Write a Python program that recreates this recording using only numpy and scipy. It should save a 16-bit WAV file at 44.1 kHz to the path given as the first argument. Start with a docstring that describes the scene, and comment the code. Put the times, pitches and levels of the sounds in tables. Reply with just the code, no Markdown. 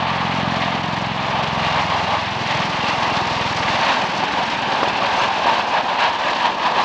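"""A tiltrotor flies low past an airfield fence, heard through a small camera microphone.
On the approach each blade sends a pressure thump, from the near rotor and, later and weaker, the far one,
over a roar of blade turbulence and exhaust hiss; a turbine whine flares through four times.
Near 4 s the aircraft draws level and the thumps fade. A few sharp blade slaps and one faint chirp follow,
and the roar keeps surging as it draws away."""
import sys
import numpy as np
from scipy import signal
from scipy.fft import rfft, irfft
from scipy.io import wavfile
from scipy.ndimage import uniform_filter1d, map_coordinates

SR = 44100
rng = np.random.default_rng(int(sys.argv[2]) if len(sys.argv) > 2 else 0)


def materialize(psi):
    """Save the field psi as 16-bit PCM at rate SR to the path in sys.argv[1].

    A 1-D psi becomes a single channel; in a 2-D psi each row is a channel.
    """
    bounded = np.clip(np.atleast_2d(psi).T, -1, 1)
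    quanta = np.round(bounded * 32767).astype(np.int16)
    wavfile.write(sys.argv[1], SR, quanta)


N = 301644
TIME = np.arange(N) / SR


# Thump fader, strong ahead of the rotors and weak behind them: time_s, level_db
THUMP_FADER = [(0, -27.5), (.3, -26), (.48, -23), (.71, -27.5), (1.07, -26), (1.21, -29), (1.62, -27),
               (2.2, -32.5), (2.6, -28.5), (2.94, -33), (3.46, -30.5), (3.7, -31), (3.92, -44), (4.3, -39),
               (5.4, -42), (5.7, -48), (6.84, -51.5)]
# The changing view of the two rotors: time_s, thump_half_width_ms, far_lag_ms, far_level_db
ROTOR_VIEW = [(0, 1.6, 22, -3), (.55, 1.35, 23.8, -7), (1.1, 1.56, 30, -6), (1.55, 1.7, 33.2, -5),
              (2.2, 2, 36, -1), (2.65, 1.6, 41.6, -10), (3.4, 2.12, 48, -30), (4.9, 1.94, 42, -18),
              (6.84, 4.2, 43, -2)]

def thumps(blades, trim_db=-1.0, uneven_db=-1.0, jitter_ms=0.14, mic_low_cut_hz=92):
    """Both rotors turn in step, but the far one's pressure pulses have a longer way to go."""
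    half_width_ms, far_lag_ms, far_db = automation(ROTOR_VIEW)
    period_ms = 1000 / automation(BLADE_TEMPO)[0]
    pulses = 0
    for lag_ms, rotor_db in ((0, 0), (far_lag_ms, far_db)):
        from_blade_ms = ((blades - lag_ms / period_ms + .5) % 1 - .5) * period_ms
        u = (from_blade_ms + jitter_ms * drift(15)) / half_width_ms
        pulse = (u ** 2 - 1) * np.exp(-u ** 2 / 2)  # a pressure dip between two crests
        pulses = pulses + pulse * from_db(rotor_db + uneven_db * drift(10))
    # the microphone's bass roll-off makes each dip rebound into a taller crest
    pulses = low_cut(pulses, mic_low_cut_hz)
    return even_level(pulses, window_s=.094) * from_db(automation(THUMP_FADER)[0] + trim_db)


# The rotor's beat, slowing with the Doppler shift: time_s, blade_rate_hz
BLADE_TEMPO = [(0, 22.18), (1, 21.85), (2, 21.47), (3, 21.035), (4, 20.55), (5, 20.01), (6, 19.42),
               (7, 18.78)]

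def blade_count(first_thump_s=.0251):
    """Number of blades gone by; whole at each thump of the near rotor."""
    count = np.cumsum(automation(BLADE_TEMPO)[0]) / SR
    return count - np.interp(first_thump_s, TIME, count)


# Sharp accents just after the aircraft draws level: time_s, peak_db, half_width_ms
SLAP_HITS = [(4.8316, -3.5, 0.23), (4.877, -8.5, 0.26), (5.459, -12, 0.31), (5.484, -24, 0.72)]

def slaps():
    """A blade that cuts a tip vortex gives a sharp swing from suction to overpressure."""
    out = 0
    for time_s, peak_db, half_width_ms in SLAP_HITS:
        u = (TIME - time_s) * 1000 / half_width_ms
        out = out + from_db(peak_db) * u * np.exp((1 - u ** 2) / 2)
    return out


# Faders of the noise bed, before surges and trims: time_s, wake_db, roar_db, hiss_db, sizzle_db
BED_FADERS = [(0, -39.5, -23.5, -26.5, -42), (1.1, -38, -25, -28, -42), (2.3, -38.5, -25.5, -27.5, -39.5),
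              (3.1, -35, -23, -27, -37), (3.7, -36, -23.5, -25.5, -36.5), (4.4, -35.5, -24.5, -27, -39.5),
              (5.15, -36, -22, -25, -37.5), (5.9, -40, -23, -29, -41.5), (6.84, -36, -26, -29.5, -43)]

def turbulence(blades):
    """Four layers of rushing air that surge together; all but the wake also share a fast flutter."""
    flutter = drift(48)
    wake_db, roar_db, hiss_db, sizzle_db = automation(BED_FADERS)
    low_surge_db, high_surge_db = surges()
    return (wake(blades, wake_db + .23 * low_surge_db)
            + roar(blades, flutter, roar_db + low_surge_db)
            + hiss(blades, flutter, hiss_db + high_surge_db)
            + sizzle(blades, flutter, sizzle_db + .63 * high_surge_db))


# Swells in the noise bed: peak_s, length_s, roar_rise_db, hiss_rise_db
SURGE_CUES = [(.02, 0.068, 2, .5), (0.643, 0.092, 2, 2.5), (1.365, 0.13, 5, 1.8), (1.667, 0.2, 4, 4),
              (1.793, 0.068, 5, 4), (1.953, 0.11, 6, 2.5), (2.127, 0.13, 5.5, 3), (2.536, .14, 3.2, 4),
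              (2.875, 0.11, 2.5, 4.5), (3.044, .07, 3, 4), (3.17, 0.055, 2.5, 1.5), (3.74, 0.15, 3, 2.5),
              (3.887, 0.12, 4.7, 5.8), (4.024, 0.041, 3.5, 0), (4.235, 0.031, 6.5, 2.2),
              (4.391, 0.065, 6, 2), (4.523, 0.054, 1.5, 3), (4.73, 0.11, 2.5, 1.5), (4.83, 0.12, 2.5, 2),
              (5.04, 0.056, 3, 1), (5.212, 0.11, 4, 2.5), (5.494, 0.11, 6.5, 4.5), (5.586, 0.066, 1, 3.5),
              (5.762, 0.072, 6, 6.5), (5.904, .05, 3.5, 2), (6.033, 0.093, 7, 10), (6.3, 0.17, 3.5, 6),
              (6.46, 0.069, 7, 6.5), (6.662, 0.079, 7, 6), (6.797, 0.1, 9.5, 6.5)]

def surges(unrest_db=0.33):
    """Restless air lifts the roar and the hiss, in dB: strong surges over small chance ones."""
    roar_db = hiss_db = unrest_db * drift(7)
    for peak_s, length_s, roar_rise_db, hiss_rise_db in SURGE_CUES:
        bell = swell(peak_s, length_s)
        roar_db = roar_db + roar_rise_db * bell
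        hiss_db = hiss_db + hiss_rise_db * bell
    return roar_db, hiss_db


# Midrange body of the roar, approaching and side-on: frequency_hz, gain_db
ROAR_EQ_AHEAD = [(300, -43), (450, -17), (560, -6.5), (660, -2.5), (780, -1), (900, 1.5), (1020, -2),
                 (1160, -1.5), (1350, -14.5), (1550, -36), (2200, -62)]
ROAR_EQ_SIDE = [(300, -30.5), (450, -15), (560, -4.5), (660, -3), (780, 0.5), (920, 3), (1020, -0.5),
                (1160, -4), (1350, -16), (1550, -46), (2200, -63)]

def roar(blades, flutter, fader_db, trim_db=0.07, flutter_db=0.2, own_flutter_db=0.87):
    """The blades churn the air into a hollow roar."""
    gain = from_db(fader_db + trim_db + flutter_db * flutter + own_flutter_db * drift(25))
    air = flyby_noise(ROAR_EQ_AHEAD, ROAR_EQ_SIDE)
    return air * gain * swish(blades, depth_db=.13, lag_blades=.04)


# Bright edge of the hiss, approaching and side-on: frequency_hz, gain_db
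HISS_EQ_AHEAD = [(800, -38.5), (1250, -2), (1450, 0.5), (1700, 3), (2000, 1.5), (2350, 1), (2850, 1),
                 (3200, -1), (3900, -4.5), (4400, -10), (5500, -33)]
HISS_EQ_SIDE = [(800, -37), (1250, -2), (1420, 2), (1600, 6.5), (1900, 0.5), (2150, 0), (2600, 3),
                (3200, -0.5), (3900, -4), (4400, -11), (5500, -31.5)]

def hiss(blades, flutter, fader_db, trim_db=0.05, flutter_db=1.23):
    """Fine turbulence from the exhausts and blade tips."""
    gain = from_db(fader_db + trim_db + flutter_db * flutter)
    air = flyby_noise(HISS_EQ_AHEAD, HISS_EQ_SIDE)
    return air * gain * swish(blades, depth_db=.15, lag_blades=.043)


# Low-end weight of the wake, approaching and side-on: frequency_hz, gain_db
WAKE_EQ_AHEAD = [(25, -24.5), (50, -10.5), (90, -12.5), (140, -2.5), (210, 4.5), (300, 0.5), (400, -2),
                 (500, -3), (650, -13.5), (1000, -49)]
WAKE_EQ_SIDE = [(25, -29), (50, -14), (90, -16), (140, -4.5), (210, 0), (300, -1.5), (400, -1), (500, -1.5),
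                (650, -5.5), (1000, -44)]

def wake(blades, fader_db, trim_db=4.0, flutter_db=1.2):
    """Large eddies shed by the rotors rumble under everything, thinner once the aircraft is past."""
    gain = from_db(fader_db + trim_db + flutter_db * drift(20))
    air = flyby_noise(WAKE_EQ_AHEAD, WAKE_EQ_SIDE, start_s=4.5, end_s=6.53)
    return air * gain * swish(blades, depth_db=1.3, lag_blades=.03)


# Airy top above the hiss: frequency_hz, gain_db
SIZZLE_EQ = [(3000, -25), (3900, -2.5), (4400, 3), (5200, -1.5), (6000, -6), (6800, -11.5), (7600, -17.5),
             (8400, -26), (9200, -30), (10000, -31)]

def sizzle(blades, flutter, fader_db, trim_db=0.86, flutter_db=0.5, own_flutter_db=1.85):
    """The top of the hiss comes and goes with the air on the way."""
    gain = from_db(fader_db + trim_db + flutter_db * flutter + own_flutter_db * drift(70))
    return shaped_noise(SIZZLE_EQ) * gain * swish(blades, depth_db=.75, lag_blades=.05)


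# The turbine tone pokes through the bed: peak_s, length_s, rise_db
WHINE_CUES = [(1.67, 0.2, 20), (1.97, 0.25, 22), (2.862, 0.16, 20), (3.15, 0.38, 19)]

def turbine_whine(start_hz=2890, resting_db=-55.5, smear_hz=50):
    """A turbine tone sinks with the blades' Doppler shift, smeared into a narrow band by turbulent air."""
    blade_hz, = automation(BLADE_TEMPO)
    phase = 2 * np.pi * np.cumsum(start_hz * blade_hz / blade_hz[0]) / SR
    band = drift(smear_hz) * np.cos(phase) + drift(smear_hz) * np.sin(phase)
    flare_db = sum(rise_db * swell(peak_s, length_s) for peak_s, length_s, rise_db in WHINE_CUES)
    return from_db(resting_db + flare_db) * unit_rms(band)


def chirp(peak_s=5.198, length_s=.02, peak_db=-35, centre_hz=6240, rise_hz_per_s=22000):
    """A brief rising squeak, perhaps a small bird by the fence."""
    pitch_hz = centre_hz + rise_hz_per_s * np.clip(TIME - peak_s, -length_s, length_s)
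    return from_db(peak_db) * swell(peak_s, length_s) * np.sin(2 * np.pi * np.cumsum(pitch_hz) / SR)


def flyby_noise(ahead_eq, side_eq, start_s=3.36, end_s=4.73, rise_from_s=5.5, rise_per_s=.045):
    """Noise that crossfades as the aircraft comes side-on; its peaks creep up as it draws away."""
    crossfade = np.clip((TIME - start_s) / (end_s - start_s), 0, 1)
    speed = 1 + rise_per_s * np.maximum(TIME - rise_from_s, 0)
    side_on = map_coordinates(shaped_noise(side_eq), [np.cumsum(speed)], order=3, mode="wrap")
    return np.sqrt(1 - crossfade) * shaped_noise(ahead_eq) + np.sqrt(crossfade) * side_on


def shaped_noise(eq):
    """Noise through an EQ curve, held at an even level of 1."""
    hz, db = np.transpose(eq)
    bins_hz = np.arange(N // 2 + 1) * SR / N
    gain = from_db(np.interp(np.log(bins_hz + 1), np.log(hz), db, left=-120, right=-120))
    return even_level(irfft(rfft(rng.standard_normal(N)) * gain, N), window_s=.05)


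def swish(blades, depth_db, lag_blades):
    """Tremolo gain that swells once a blade."""
    return from_db(depth_db * np.cos(2 * np.pi * (blades - lag_blades)))


def swell(peak_s, length_s):
    """A symmetric bell of height 1; length at half height."""
    return .5 ** ((2 * (TIME - peak_s) / length_s) ** 2)


def drift(rate_hz):
    """Random modulation up to about this rate, at unit rms."""
    bins_hz = np.arange(N // 2 + 1) * SR / N
    return unit_rms(irfft(rfft(rng.standard_normal(N)) / (1 + (bins_hz / rate_hz) ** 4), N))


def automation(rows):
    """One curve for each column after the time, in straight ramps."""
    time_s, *columns = np.transpose(rows)
    return [np.interp(TIME, time_s, column) for column in columns]


def even_level(x, window_s):
    """Ride the gain so the rms over a short triangular window stays near 1."""
    size = int(window_s * SR)
    power = uniform_filter1d(uniform_filter1d(x ** 2, size), size)
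    return x / np.sqrt(np.abs(power) + 1e-12)


def low_cut(x, hz):
    """Second-order high-pass."""
    return signal.sosfilt(signal.butter(2, hz, "high", fs=SR, output="sos"), x)


def unit_rms(x):
    """Scale to an rms of 1."""
    return x / np.sqrt(np.mean(x ** 2) + 1e-20)


def from_db(db):
    """Decibels to gain."""
    return 10 ** (np.asarray(db) / 20)


def scene():
    """Mono mix: noise bed and thumps on one blade beat, plus whine, slaps and chirp."""
    blades = blade_count()
    return (turbulence(blades) + thumps(blades) + turbine_whine() + slaps() + chirp())[None]


def record(dry, low_cut_hz=28, high_cut_hz=10050):
    """The microphone loses the deepest bass and the top is cut steeply."""
    high_cut = signal.ellip(12, .1, 90, high_cut_hz, fs=SR, output="sos")
    return signal.sosfilt(high_cut, low_cut(dry, low_cut_hz))


dry = scene()
out = record(dry)
materialize(out)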